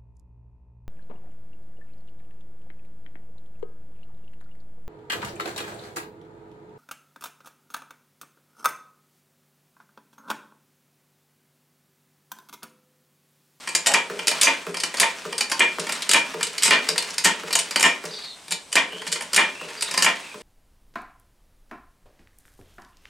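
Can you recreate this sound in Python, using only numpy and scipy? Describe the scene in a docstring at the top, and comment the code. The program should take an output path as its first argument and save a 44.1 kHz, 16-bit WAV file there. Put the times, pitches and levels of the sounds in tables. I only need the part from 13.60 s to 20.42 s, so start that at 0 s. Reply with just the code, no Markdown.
"""A hydraulic floor jack is pumped by hand in a softly humming, hissing garage.
From the start its loose pins grind and rattle, and the unloaded lifting arm groans once. Then, about
twice a second, the steel handle clanks at the bottom of a stroke and the frame thuds as the stroke
turns. From about 4.5 s the car's weight is on the jack: the pumping slows and oil whistles through
the valve. A short echo follows every sound."""
import sys
import numpy as np
from scipy import signal
from scipy.io import wavfile
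from scipy.ndimage import uniform_filter1d

SR = 44100
rng = np.random.default_rng(int(sys.argv[2]) if len(sys.argv) > 2 else 0)


def store_pcm(level_fs):
    """Save levels as 16-bit WAV."""
    pcm = np.round(np.clip(level_fs, -1, 1) * 32767).astype(np.int16)
    wavfile.write(sys.argv[1], SR, np.atleast_2d(pcm).T)


N = 300762

# Levels compare the rows of one table. A fade time is how long a sound takes to drop by 60 dB.
# loose pins knocking (time [s], level [dB], chink pitch [Hz], handle ring next to the knock [dB])
PIN_KNOCKS = [(0.074, -17.5, 4430, 3.5), (.089, -17, 8000, -2.5), (.150, -2.5, 7060, -8.5),
              (.261, -8, 5540, -2.5), (0.269, 0, 7700, -5), (0.317, -13, 7360, -1), (.338, -2.5, 6400, -5),
              (.591, -21, 4500, 8), (.671, -6, 4930, -8), (.680, -0.5, 10300, -26), (0.714, -12, 4410, 2.5),
              (.813, 2, 9140, -38), (0.832, 3.5, 6240, -8.5), (1.143, -19, 4540, 4.5),
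              (1.169, -15.5, 4700, -1.5), (1.201, -14, 4580, -34), (1.235, -7.5, 4560, -2.5),
              (1.341, -17.5, 3200, 4), (1.370, -17.5, 4500, -9), (1.399, 2, 9640, -36),
              (1.415, -9, 8000, 2), (1.726, -19, 4670, 4.5), (1.780, -9, 8300, -16), (1.808, -6, 4560, -3),
              (1.898, -17.5, 9800, -5), (1.916, -7.5, 4680, 1.5), (1.994, -7, 7860, -5),
              (2.196, -14, 4970, -27), (2.268, -19.5, 4500, 4.5), (2.293, -16, 4700, 5.5),
              (2.322, -11, 8350, -10), (2.352, -24, 3730, -18), (2.421, -13.5, 3980, -38),
              (2.492, -2, 4740, -12), (2.513, -0.5, 8600, -41), (2.534, 3, 8960, -4.5),
              (2.809, -19, 4540, 6.5), (2.829, -6.5, 8000, -43), (2.868, -16, 4530, -26),
              (2.931, -27, 7100, -13), (2.980, -12.5, 4700, -31), (3.023, -10, 4200, -30),
              (3.033, 8.5, 8140, -48), (3.054, -20.5, 7970, 10), (3.079, -12.5, 4630, 5),
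              (3.107, -3.5, 4400, -27), (3.288, -5.5, 4930, -12), (3.359, -22, 4200, 6),
              (3.379, -5.5, 4270, -11), (3.424, -16.5, 4460, -1.5), (3.504, -20.5, 5200, -5),
              (3.54, -22, 9800, -27), (3.581, -6.5, 4960, -12), (3.640, -13, 7900, -8),
              (3.646, 4.5, 6900, -12.5), (3.907, -20, 4400, 4.5), (3.928, -6, 4220, -9.5),
              (3.953, -1.5, 6720, -7.5), (3.989, -5.5, 8800, -17), (4.109, -14, 4860, -3.5),
              (4.159, -4.5, 4400, 2.5), (4.196, -9.5, 6600, -3), (4.208, -8.5, 8750, -2),
              (4.228, 4, 7330, -1), (4.453, -19.5, 4900, -5), (4.881, -26.5, 3540, -3),
              (4.908, -16, 8000, -17), (4.914, -14.5, 3680, -3.5), (4.921, -8, 3700, -9.5),
              (5.119, -27, 3000, -5), (5.127, -10.5, 8800, -40), (5.155, -3, 4960, -2.5),
              (5.418, -26, 4300, 6.5), (5.467, -19.5, 4800, 1.5), (5.475, -16.5, 4460, -25),
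              (5.518, -13, 8000, -17), (5.525, -8, 7500, -34), (5.557, -18.5, 4560, 3),
              (5.608, -18.5, 9400, 4), (5.622, -20, 9150, -4), (5.732, -9, 4900, -4.5),
              (5.744, -6, 5900, -31), (5.762, 0, 8360, -5.5), (6.103, -29, 3670, 8),
              (6.209, -15.5, 4900, -18), (6.223, -6.5, 8640, -13.5), (6.311, -14, 4730, -3),
              (6.340, -13.5, 4740, 2.5), (6.376, -4, 4790, -2), (6.423, 0, 6700, -7),
              (6.445, -4.5, 8200, -0.5)]
# the handle hitting its bottom stop (time [s], level [dB], fade time of the bouncing [s])
HANDLE_HITS = [(0.3447, -9, 0.18), (0.8708, -9.5, 0.21), (1.4298, -11, 0.15), (2.0056, -3.5, 0.1),
               (2.5446, -5, 0.13), (3.1087, -3, 0.18), (3.6532, -9, 0.23), (4.2397, -4, 0.14),
               (5.1662, -8.5, 0.22), (5.7778, -6.5, 0.24), (6.4625, -10, 0.2)]
# the frame jolted as the stroke turns (time [s], level [dB], fade time of the shudder [s])
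FRAME_JOLTS = [(0.502, -24.5, 0.89), (1.069, -23.5, 0.16), (1.655, -26, 0.54), (2.187, -23, 0.19),
               (2.744, -25.5, 0.16), (3.289, -23.5, 0.42), (3.837, -28, 0.58), (4.441, -24, 0.14),
               (5.328, -31, 1), (6.016, -29.5, 0.66), (6.746, -31.5, 0.62)]
# oil squeezing through the valve (start [s], length [s], first pitch [Hz], last pitch [Hz], level [dB])
OIL_WHISTLES = [(4.458, .12, 6200, 5700, -51), (4.498, 0.23, 4770, 4130, -42),
                (4.476, 0.29, 3930, 3600, -46.5), (5.034, 0.073, 7780, 7950, -61),
                (5.3, 0.13, 2850, 3330, -43), (5.949, 0.11, 2640, 2750, -43.5),
                (6.167, 0.076, 4700, 4780, -40.5), (6.262, 0.061, 3840, 3750, -39),
                (6.62, 0.12, 3780, 3820, -60), (6.622, 0.12, 2760, 2400, -48.5)]
# the arm's one groan (start [s], length [s], pitch [Hz], resonance width [Hz], level [dB])
ARM_GROAN = (.282, .05, 720, 350, -31)
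# pins and rollers grinding under the moving handle (time [s], level [dB])
GRIND_LEVELS = [(0.0, -41.5), (0.66, -39.5), (0.82, -29.5), (0.97, -35), (1.21, -49), (1.35, -34.5),
                (1.77, -40), (1.92, -40.5), (2.45, -34), (2.87, -40.5), (3.19, -33.5), (3.601, -39.5),
                (4.58, -41), (4.71, -48), (5.05, -61), (5.36, -43), (6.19, -40.5), (6.4, -32), (6.82, -51)]

# the notes a struck pin rings with (pitch [Hz], level [dB], fade time [s])
PIN_NOTES = [(2974, -4, 0.025), (3760, -6.5, 0.012), (4748, -0.5, .02), (5420, -4.5, 0.019),
             (7140, -0.5, 0.016), (8540, 2, 0.015), (10180, -2.5, 0.0096), (12260, -9, 0.0083)]
# the notes of the steel handle tube and arm (pitch [Hz])
HANDLE_PITCHES = [684, 913, 997, 1048, 1364, 1705, 1800, 1852, 2093, 2275, 2395, 2470, 2830, 2999]
# how each of those notes rings (level [dB], fade time [s])
HANDLE_RINGS = [(-6, 0.12), (3, 0.13), (10.5, 0.009), (-2, 0.21), (-1.5, 0.052), (6, 0.029), (7.5, 0.039),
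                (7.5, 0.058), (13.5, 0.0096), (2.5, 0.064), (6.5, 0.13), (-15, 0.038), (-2, 0.043),
                (0, 0.0093)]
# the low notes of the frame (pitch [Hz], level [dB], fade time [s])
FRAME_NOTES = [(159.3, 5, 0.038), (184, 0.5, 0.083), (292, -48, 0.054), (392, -15, 0.048),
               (423, 6.5, 0.038), (480, 6, 0.02), (606.7, -6.5, 0.13)]

# the bright tone of a knock (frequency [Hz], level [dB])
KNOCK_TONE = [(300, -38), (1100, -7), (2250, 2), (3000, 1), (4800, 0.5), (5800, -1), (6850, 0),
              (9000, -0.5), (10600, -7), (12500, -14.5), (15000, -30), (16500, -32)]
# the arm's many crowded notes, heard as one wash (frequency [Hz], level [dB])
ARM_TONE = [(100, -30.5), (170, -14.5), (400, -12.5), (750, -11.5), (1000, -6), (1350, -8), (1750, -5.5),
            (2300, -6.5), (2700, -7.5), (3250, -3.5), (4000, -19), (7200, -22.5), (14000, -65.5)]
# the tone of grinding steel (frequency [Hz], level [dB])
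GRIND_TONE = [(150, -6), (500, -9.5), (1000, -0.5), (2400, 1), (3600, -3), (8500, -8), (15000, -27)]
# how long the garage echoes (frequency [Hz], fade time [s])
ECHO_FADES = [(150, 0.3), (400, 0.57), (1000, 0.28), (2800, 0.29), (7000, 0.23), (13000, 0.15)]
# the tone of the garage's steady hush (frequency [Hz], level [dB])
HUSH_TONE = [(18, -39), (30, 7), (194, -9.5), (569, -2), (937, 0), (1500, -8), (3980, -3), (7090, -6),
             (7670, -3.5), (8300, -0.5), (16000, -31)]
# the microphone's bass cut (frequency [Hz], gain [dB])
BASS_CUT = [(20, -72), (100, -39), (160, 2.5), (20000, -1.5)]

CHATTER_FADE_S, SETTLE_FADE_S = 0.034, 0.13  # a knock's quick chatter, then its gritty settling
TILT_DB_PER_OCTAVE, TILT_PER_DB = 12, 0.88  # harder clanks favour the high notes more
LIMIT_DB, RECOVERY_DB_PER_S, TREBLE_EDGE_HZ = -11, 440, 16200


def linkage_rattle():
    """Loose pins ping and chatter in their holes; each knock also rings the handle, arm and frame."""
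    chinks, rings, arm, frame, pings = np.zeros((5, N))
    handle, pin = handle_notes(), notes(PIN_NOTES)[:, :SR // 20]
    n = SR // 10
    for start, db, hz, ring_db in PIN_KNOCKS:
        contacts = chatter(CHATTER_FADE_S)[:n]
        settling = chatter(SETTLE_FADE_S, blow=0, spread_db=4.5, rise_s=0.0048)[:n]
        contacts += amp(-19) * settling * np.linspace(1, 0, n)
        push = amp(db) * contacts
        add(pings, start, amp(db + 5) * ring(pin, 4 * rng.standard_normal(len(pin))))
        chink = 0.65 * resonate(push, hz, width_hz=1500) + 1.7 * resonate(push, hz, width_hz=224)
        add(chinks, start, 1.05 * push + chink)
        spot_db = 5 * rng.standard_normal(len(handle))  # the spot that is struck favours some notes
        add(rings, start, amp(db + ring_db + 5) * ring(handle, spot_db))
        add(arm, start, amp(ring_db + 20) * push)
        add(frame, start, amp(0.45 * db - 19.5) * contacts)
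    filter_gain = np.linalg.norm(colour(signal.unit_impulse(2048), KNOCK_TONE))
    bright = amp(4) * colour(chinks, KNOCK_TONE) / filter_gain
    thumps = signal.oaconvolve(frame, ring(notes(FRAME_NOTES)))[:N]
    return pings + bright + rings + colour(arm, ARM_TONE) + thumps


def handle_clanks():
    """The steel tube hits its stop and rings; it bounces there, which sets the arm ringing too."""
    out, handle = np.zeros(N), handle_notes()
    octaves = np.log2(np.array(HANDLE_PITCHES) / 2000)
    for start, db, fade_s in HANDLE_HITS:
        spot_db = 1.5 * rng.standard_normal(len(handle))  # nearly the same spot is struck each time
        tilt_db = (TILT_DB_PER_OCTAVE + TILT_PER_DB * db) * octaves
        bounces = chatter(fade_s, blow=0.67, spread_db=2.5)
        blows = signal.unit_impulse(len(bounces)) + amp(-15) * bounces / np.linalg.norm(bounces)
        add(out, start, amp(db + 20.5) * signal.oaconvolve(blows, ring(handle, spot_db + tilt_db)))
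        arm_shake = chatter(fade_s, blow=0.79, spread_db=-2, rise_s=0.0011)
        add(out, start, amp(db + 19) * colour(arm_shake, ARM_TONE))
    return out


def frame_thuds():
    """A dry tick as the slack is taken up; then the frame is jolted twice, rocks and shudders."""
    shakes, ticks, jolts = np.zeros((3, N))
    frame = notes(FRAME_NOTES)
    # the jolt enters near the pump's pivot, which favours the middle notes
    middle_db = -7 * abs(np.log2(np.transpose(FRAME_NOTES)[0] / 420))
    for start, db, fade_s in FRAME_JOLTS:
        add(shakes, start, amp(db) * chatter(fade_s, blow=1.16, spread_db=2, rise_s=0.00081))
        add(ticks, start - 0.003, amp(db) * chatter(0.054, blow=1.2, rise_s=0.00052))
        add(jolts, start, amp(db - 2) * ring(frame[:2]))  # rocking on the two lowest notes
        for delay_s, jolt_db in [(0, 14.2), (0.03, 11.5)]:
            add(jolts, start + delay_s, amp(db + jolt_db) * ring(frame, middle_db))
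    shudder = signal.oaconvolve(shakes, ring(frame, middle_db))[:N]
    return shudder + jolts + amp(23.5) * resonate(ticks, 1220, width_hz=530)


def valve_whistles():
    """Oil swirls through the valve with a sliding, breathy whistle; the flow stutters and weakens."""
    out = np.zeros(N)
    for start, length_s, first_hz, last_hz, db in OIL_WHISTLES:
        n = round(length_s * SR)
        progress = np.linspace(0, 1, n)
        hz = first_hz + (last_hz - first_hz) * progress
        stutter = amp(4 * wobble(n, 300))
        width_hz = np.clip(0.47 * length_s * first_hz, 260, 600)  # long whistles are breathier
        whistle = unit_level(pitched_noise(n, hz, width_hz) * stutter)
        add(out, start, amp(db - 4 * progress ** 3) * whistle * signal.windows.tukey(n, 0.2))
    return out


def arm_groan():
    """The unloaded arm slips once, with a short, rough, hollow sound."""
    start, length_s, hz, width_hz, db = ARM_GROAN
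    out, n = np.zeros(N), round(length_s * SR)
    add(out, start, amp(db) * unit_level(pitched_noise(n, hz, width_hz)) * signal.windows.tukey(n, 0.4))
    return out


def roller_grind(slips_per_s=3000):
    """Pins and rollers make many tiny slips, and a few large ones, in uneven clumps."""
    times, levels_db = np.transpose(GRIND_LEVELS)
    sizes = amp(4.1 * np.minimum(rng.exponential(1, N), 3.2))
    slips = sizes * (rng.random(N) < slips_per_s / SR) * rng.choice([-1., 1.], N)
    clumps_db = 3.1 * wobble(N, 900)
    level_db = np.interp(np.arange(N) / SR, times, levels_db) - 6 + clumps_db
    return amp(level_db) * unit_level(colour(slips, GRIND_TONE))


def garage_echo(x):
    """The garage's short echo, blended steadily between three patterns so no single pitch rings out."""
    turn = np.pi * 3.7 * np.arange(N) / SR
    shares = [np.sqrt(2 / 3) * np.cos(turn + np.pi * k / 3) for k in range(3)]
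    return sum(signal.oaconvolve((share * x)[None], echo_pattern(), axes=1)[:, :N] for share in shares)


def echo_pattern():
    """Scattered reflections, left and right; each frequency dies away at its own speed."""
    reflections = np.zeros((2, SR // 2))
    arrivals = np.arange(200, SR // 2 - 20, 20) + rng.integers(0, 20, (2, (SR // 2 - 201) // 20))
    np.put_along_axis(reflections, arrivals, rng.choice([-1., 1.], arrivals.shape), 1)
    hz, t, bands = signal.stft(reflections, SR, nperseg=256)
    bands *= amp(-60 * t / look_up(ECHO_FADES, hz)[:, None])
    # left and right differ mostly in the middle range
    bands[1] *= 0.47 * np.exp(-(np.log((hz + 1) / 2400) / 1.77) ** 2)[:, None]
    shared, side = signal.istft(bands, SR, nperseg=256)[1]
    return np.array([shared + side, shared - side]) / np.linalg.norm(shared)


def garage_hush():
    """Steady, quiet background noise, mostly alike on the left and right."""
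    shared, side = rng.standard_normal((2, N))
    noise = np.array([shared + 0.48 * side, shared - 0.11 * side])
    return amp(-48.5) * unit_level(colour(noise, HUSH_TONE))


def chatter(fade_s, blow=0.47, spread_db=3, rise_s=0.0021):
    """Steel meets steel: a first blow, then a dying run of tiny, uneven contacts."""
    t = np.arange(SR // 4) / SR
    noise = rng.standard_normal(len(t))
    sizes = np.minimum(rng.exponential(1, len(t) // 48 + 1), 3)  # a new size about every millisecond
    first_blow = (1 + blow * np.exp(-t / 0.0014)) / (1 + blow)
    shape = amp(-60 * t / fade_s) * first_blow * (1 - np.exp(-t / rise_s))
    contacts = shape * noise * amp(spread_db * np.repeat(sizes, 48)[:len(t)])
    return contacts * np.linalg.norm(shape) / np.linalg.norm(contacts) / 3  # the shape sets the energy


def notes(table):
    """One fading sine wave a row; neighbours swing opposite ways, and the contact takes a moment."""
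    t = np.arange(SR // 5) / SR
    sines = [(-1) ** k * amp(db - 60 * t / max(fade_s, 0.01)) * np.sin(2 * np.pi * hz * t)
             for k, (hz, db, fade_s) in enumerate(table)]
    return np.array(sines) * (1 - np.exp(-t / 0.00011))


def handle_notes():
    """The fading notes of the handle."""
    return notes([(hz, *row) for hz, row in zip(HANDLE_PITCHES, HANDLE_RINGS)])


def ring(waves, levels_db=0):
    """A part's ring after one tap: its notes mixed together and scaled to energy 1."""
    out = (amp(levels_db) * np.ones(len(waves))) @ waves
    return out / np.linalg.norm(out)


def resonate(x, hz, width_hz):
    """Keeps the sound near one pitch, which may slide: shift it down to 0 Hz, smooth, shift back."""
    turn = np.exp(2j * np.pi * np.cumsum(hz * np.ones(len(x))) / SR)
    memory = np.exp(-np.pi * width_hz / SR)
    return 2 * (turn * signal.lfilter([1 - memory], [1, -memory], x / turn + 1e-18)).real


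def pitched_noise(n, hz, width_hz):
    """Noise sent twice through a resonance, so that it takes on a pitch."""
    return resonate(resonate(rng.standard_normal(n), hz, width_hz), hz, width_hz)


def colour(x, tone):
    """Filters a sound by a (frequency, level) table, with no ringing ahead of a blow."""
    hz = abs(np.fft.fftfreq(4096, 1 / SR))
    log_gain = np.log(amp(look_up(tone, hz)))
    taps = np.fft.ifft(np.exp(np.conj(signal.hilbert(log_gain)))).real[:2048]
    return signal.oaconvolve(x, taps if x.ndim == 1 else taps[None])[..., :x.shape[-1]]


def look_up(table, hz):
    """Reads between the rows of a (frequency, value) table, with octaves evenly spaced."""
    table_hz, values = np.transpose(table)
    return np.interp(np.log(hz + 1), np.log(table_hz + 1), values)


def wobble(n, smooth_samples):
    """A smoothed random wander of typical size 1."""
    return unit_level(uniform_filter1d(rng.standard_normal(n), smooth_samples))


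def unit_level(x):
    """Scales a sound to an average (rms) level of 1."""
    return x / np.sqrt(np.mean(x ** 2) + 1e-20)


def amp(db):
    """Turns decibels into a multiplier."""
    return 10 ** (np.asarray(db) / 20)


def add(mix, start, sound):
    """Mixes a sound in at a start time in seconds."""
    part = mix[round(start * SR):][:len(sound)]
    part += sound[:len(part)]


def scene():
    """The jack, its echo and the hush, in stereo."""
    jack = linkage_rattle() + handle_clanks() + frame_thuds()
    jack += valve_whistles() + arm_groan() + roller_grind()
    return amp(2.5) * jack[None] + amp(-3) * garage_echo(jack) + garage_hush()


def record(dry):
    """Turns the loudest blows down, cuts the bass, clips, adds a faint rumble and trims the treble."""
    power_db = 10 * np.log10(abs(uniform_filter1d((dry ** 2).mean(0), 60)) + 1e-12)
    recovery_db = np.arange(N) * RECOVERY_DB_PER_S / SR
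    held_db = np.maximum.accumulate(power_db + recovery_db) - recovery_db  # jumps up, then sinks back
    over_db = np.maximum(held_db - LIMIT_DB, 0)
    limited = dry / amp(0.9 * uniform_filter1d(over_db, 60))
    clipped = np.clip(colour(limited, BASS_CUT), -0.93, 0.93)
    noise = rng.standard_normal(N) + 0.18 * rng.standard_normal((2, N))
    rumble = amp(-64) * unit_level(np.array([resonate(side, 128, width_hz=150) for side in noise]))
    treble_cut = signal.firwin(511, TREBLE_EDGE_HZ, window=("kaiser", 9), fs=SR)
    return signal.oaconvolve(clipped + rumble, treble_cut[None], "same")


dry = scene()
out = record(dry)
store_pcm(out)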